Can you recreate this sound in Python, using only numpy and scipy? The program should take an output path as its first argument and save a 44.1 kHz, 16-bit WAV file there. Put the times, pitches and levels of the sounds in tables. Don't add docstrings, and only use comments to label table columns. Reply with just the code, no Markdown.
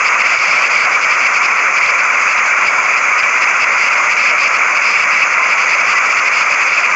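import sys
import numpy as np
from scipy import signal
from scipy.fft import rfft, irfft
from scipy.io import wavfile
from scipy.ndimage import uniform_filter1d, minimum_filter1d

SR = 44100
rng = np.random.default_rng(int(sys.argv[2]) if len(sys.argv) > 2 else 0)


def unload_audio(sound):
    columns = np.transpose(np.atleast_2d(sound))
    steps = np.round(np.clip(columns, -1, 1) * 32767)
    wavfile.write(sys.argv[1], SR, steps.astype(np.int16))


def how_loud(loudness_db):
    steps = np.asarray(loudness_db, float) / 20
    return 10 ** steps


N = 306495


def evened(x):
    return x / np.sqrt(np.mean(x ** 2) + 1e-20)


def colour(x, points):
    f, level_db = np.transpose(points)
    hz = np.fft.rfftfreq(len(x), 1 / SR)
    response = how_loud(np.interp(np.log(hz + 1), np.log(f + 1), level_db))
    return irfft(rfft(x) * response, len(x))


def surges(depth_db, surge_s=0.046):
    return depth_db * evened(uniform_filter1d(rng.standard_normal(N), round(surge_s * SR)))


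def wash(patchy_db, flicker_db=0.6):
    real, imag, patches = rng.standard_normal((N // 128 + 6, 257, 3)).T
    patches = uniform_filter1d(patches, size=6, axis=0)
    patches = evened(uniform_filter1d(patches, size=20, axis=1))
    flicker = evened(uniform_filter1d(rng.standard_normal(real.shape[1]), size=8))
    z = (real + 1j * imag) * how_loud(patchy_db * patches + flicker_db * flicker)
    return evened(signal.istft(z, nperseg=512, noverlap=384)[1][:N])


def bubbles(lo_hz, hi_hz, per_s, cycles, spread_db, count=16):
    strength = how_loud(spread_db * np.minimum(rng.exponential(1, N), 5))
    births = strength * (rng.random(N) < per_s / SR)
    kind = rng.integers(0, count, N)
    out = np.zeros(N)
    for k, hz in enumerate(np.geomspace(lo_hz, hi_hz, count)):
        turns = np.arange(3000) * hz / SR
        envelope = (1 - np.exp(-turns)) * np.exp(-turns / cycles)
        tone = np.sin(2 * np.pi * turns * (1 + .01 * turns / cycles)) * envelope
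        out += signal.oaconvolve(births * (kind == k), tone * hz)[:N]
    return evened(out)


# t/s, peak level/dB, f/Hz
SLAPS = [(0.268, -45, 122), (0.389, -43.5, 138), (0.526, -51, 134), (0.78, -48.5, 135), (0.99, -47.5, 136),
         (1.862, -43, 94), (1.987, -48.5, 103), (2.38, -39, 120), (2.672, -43, 120.3), (3.024, -44, 113),
         (3.233, -38, 111.3), (3.441, -46, 115), (3.624, -45, 101.5), (4.105, -45, 121),
         (4.214, -47.5, 152), (4.297, -46, 124), (4.936, -48.5, 112), (5.003, -47, 133),
         (5.148, -45.5, 135), (5.711, -49.5, 133), (5.78, -41.5, 113), (6.192, -47.5, 146),
         (6.52, -52, 102), (6.731, -48, 107)]


def slaps(cycles=0.22, crack_s=0.003):
    push, crack = np.zeros(N), np.zeros(N)
    t = np.arange(-1500, 1500) / SR
    for s, db, hz in SLAPS:
        centre = round(s * SR)
        at = slice(centre - 1500, centre + 1500)
        push[at] += how_loud(db) * np.cos(2 * np.pi * hz * t) * np.exp(-(hz * t / cycles) ** 2)
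        crack[at] += how_loud(1.5 * (db + 40) - 23) * np.exp(-(t / crack_s) ** 2)
    # f/Hz, level/dB
    crack_band = [(2400, -41.5), (2900, -1.5), (4200, -7.5), (5500, -7.5), (6500, -38)]
    return push + colour(crack * rng.standard_normal(N), crack_band)


# t/s, length/s, peak level/dB, f/Hz
GULPS = [
    (5.35, 0.17, -17, 1048),
    (5.948, 0.04, -10.5, 1983),
]


def gulps(rise=0.025):
    out = np.zeros(N)
    for s, length, db, hz in GULPS:
        t = np.arange(round(length * SR)) / SR
        phase = 2 * np.pi * hz * t * (1 + rise * (t / length - 1) / 2)
        out[round(s * SR):][:len(t)] += how_loud(db) * np.sin(phase) * np.sin(np.pi * t / length)
    return out


# t/s, churn level/dB, splash level/dB relative to the churn
FLOW = [(0.0, -11, 2.5), (0.2, -12, -0.5), (0.339, -11, -3.5), (0.385, -19.5, 1.5), (0.44, -10.5, -7),
        (0.8, -11.5, -4), (1.3, -11.5, -0.5), (1.9, -12, 0.5), (2.5, -11.5, 0.5), (3.0, -12, 0),
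        (3.5, -12, 0), (4.2, -11.5, -1.5), (4.7, -12, 1), (5.3, -12.5, 2.5), (5.75, -11.5, -4),
        (6.2, -12.5, 0.5), (6.6, -12, -1.5), (6.95, -13, 1.5)]
# f/Hz, level/dB per Hz
ROAR = [(30, -54.5), (212, -24), (346, -23), (563, -13), (847, -14), (1020, -6), (1200, -2.5), (1380, -2),
        (1790, -11.5), (1950, -4.5), (2300, 0), (2650, -8.5), (3050, -28.5), (3800, -50)]
# f/Hz, level/dB per Hz
SPRAY = [(2600, -47.5), (3100, -30.5), (3450, -30.5), (3800, -39.5), (4300, -32), (4900, -22),
         (5300, -24.5), (5600, -29), (6000, -20.5), (6500, -19), (7000, -23), (7500, -33.5), (7900, -43.5),
         (8100, -63.5)]


def torrent(spray_follows=0.65):
    s, *columns = np.transpose(FLOW)
    t = np.arange(N) / SR
    swell_db, splash_db = (np.interp(t, s, db - db.mean()) for db in columns)
    swell_db = swell_db + surges(0.67)
    swell, splash = how_loud(swell_db), how_loud(splash_db + surges(1.5))
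    mist = how_loud((spray_follows - 1) * swell_db)

    froth = how_loud(-13) * bubbles(499.2, 3012, per_s=2500, cycles=3.54, spread_db=1.74)
    gurgles = how_loud(-17.5) * bubbles(597.6, 2800, per_s=120, cycles=25.0, spread_db=2.14)
    churn = colour(wash(patchy_db=0.35) + froth + gurgles, ROAR)
    upper = colour(churn, [(1700, -64), (1850, -13.5), (2700, -5.5), (3000, -36)])

    fizz = how_loud(-15) * bubbles(3000, 8000, per_s=6100, cycles=1.7, spread_db=1.9)
    spray = colour(wash(patchy_db=1.2) + fizz, SPRAY)
    return how_loud(2.0) * swell * (churn + (splash - 1) * upper + mist * spray)


def scene():
    return (torrent() + how_loud(8.0) * slaps() + gulps())[None]


# t/s, length/s, level/dB near 4.8 kHz once open
OPENINGS = [(0.043, 0.046, -25), (0.235, 0.24, -27.5), (0.462, 0.218, -26.5), (0.698, 0.16, -26.5),
            (0.906, 0.057, -28.5), (1.012, 0.04, -26.5), (1.09, 0.066, -27), (1.189, 0.087, -28),
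            (1.336, 0.05, -27.5), (1.419, 0.043, -26), (1.819, 0.092, -27.5), (2.281, 0.05, -29.5),
            (2.646, 0.044, -27.5), (3.411, 0.036, -25), (3.597, 0.051, -26), (3.777, 0.112, -27),
            (4.088, 0.05, -28.5), (4.167, 0.147, -26), (4.376, 0.107, -26), (4.527, 0.047, -27),
            (4.813, 0.23, -27.5), (5.106, 0.135, -27.5), (5.48, 0.062, -27.5), (5.572, 0.076, -27),
            (5.678, 0.077, -27.5), (5.853, 0.085, -27.5), (6.02, 0.062, -33.5), (6.314, 0.12, -26.5),
            (6.492, 0.057, -28), (6.664, 0.205, -28)]
# t/s, level/dB near 4.8 kHz at the end
PEEKS = [(0.121, -31), (0.188, -25), (1.489, -33), (1.568, -29.5), (1.756, -27), (1.975, -28.5),
         (2.12, -33), (2.2, -31), (2.367, -29), (2.45, -30.5), (2.83, -32), (2.908, -30.5), (2.958, -29.5),
         (3.178, -26.5), (3.215, -33), (3.351, -33), (3.707, -30.5), (3.911, -28), (3.95, -31.5),
         (4.749, -26.5), (5.31, -30.5), (5.415, -30), (5.784, -28), (5.956, -26.5), (6.095, -27.5),
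         (6.165, -24.5), (6.253, -26), (6.6, -27), (6.889, -31.5)]


def openness(peek_s=.035, start_below_db=5.5, rise_s=.025, snap_s=.003, lately_s=.025):
    shut_db, wide_db = -37, -27
    aim_db = np.full(N, shut_db)
    for s, length, open_db in OPENINGS + [(s, peek_s, db) for s, db in PEEKS]:
        part = aim_db[round(s * SR):round((s + length) * SR)]
        rise = np.arange(len(part)) / SR / min(rise_s, length)
        part[:] = open_db - start_below_db * np.maximum(1 - rise, 0)
    share = (how_loud(aim_db) - how_loud(shut_db)) / (how_loud(wide_db) - how_loud(shut_db))
    share = np.maximum(share, 0)
    return uniform_filter1d(share, 2 * round(snap_s * SR)), uniform_filter1d(share, round(lately_s * SR))


# f/Hz, level/dB
OPEN = [(60, 7.5), (300, 0), (1400, -1.5), (2000, 0.5), (2500, 4), (3050, 6.5), (3700, 5.5), (4600, 9.5),
        (5200, 6.5), (5900, 2), (6500, -2), (7100, 1), (7900, 4.5)]


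def noise_filter(x):
    share, lately = openness()
    filtered = x + share * (colour(x, OPEN) - x)
    return filtered * how_loud(-4 * np.maximum(lately - share, 0))


def gain_control(x, span_s=0.083, share=0.51):
    power = uniform_filter1d(x ** 2, round(span_s * SR)) + 1e-9
    return x * (power / power.mean()) ** (-share / 2)


def limit(x, hold_s=.0014, ceiling=1.0, knee=1.6):
    width = round(hold_s * SR)
    gain = minimum_filter1d(np.minimum(1, ceiling / (abs(x) + 1e-9)), width)
    x = x * uniform_filter1d(gain, width)
    return knee * np.tanh(x / knee)


def mirror_band(x, phone_rate=16000):
    mirror = x * 2 * np.cos(2 * np.pi * phone_rate * np.arange(N) / SR)
    # f/Hz, level/dB
    leak = [(7900, -91.5), (8030, -12), (8200, -5), (8400, -12), (8800, -26.5),
            (9050, -37.5), (9300, -64), (12000, -120)]
    return how_loud(surges(1.8)) * colour(mirror, leak)


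def starve(x, floor_db=-84):
    z = signal.stft(x, nperseg=1024)[2]
    power = uniform_filter1d(abs(z) ** 2, size=5, axis=0)
    power = uniform_filter1d(power, size=3, axis=1)
    kept = np.clip(power / how_loud(floor_db) ** 2 - 1, 0, 1)
    kept[:100] = 1
    return signal.istft(z * kept, nperseg=1024)[1][:N]


def roll_off(x):
    return signal.sosfilt(signal.butter(12, 9200, fs=SR, output="sos"), x)


def record(dry):
    # f/Hz, level/dB
    edge = [(20, -18.0), (45, -8), (100, -2.5), (7700, -1.5), (7980, -6), (8100, -68.5)]
    limited = colour(limit(gain_control(noise_filter(dry[0]))), edge)
    mix = starve(limited + mirror_band(limited))[None]
    return roll_off(mix)


dry = scene()
out = record(dry)
unload_audio(out)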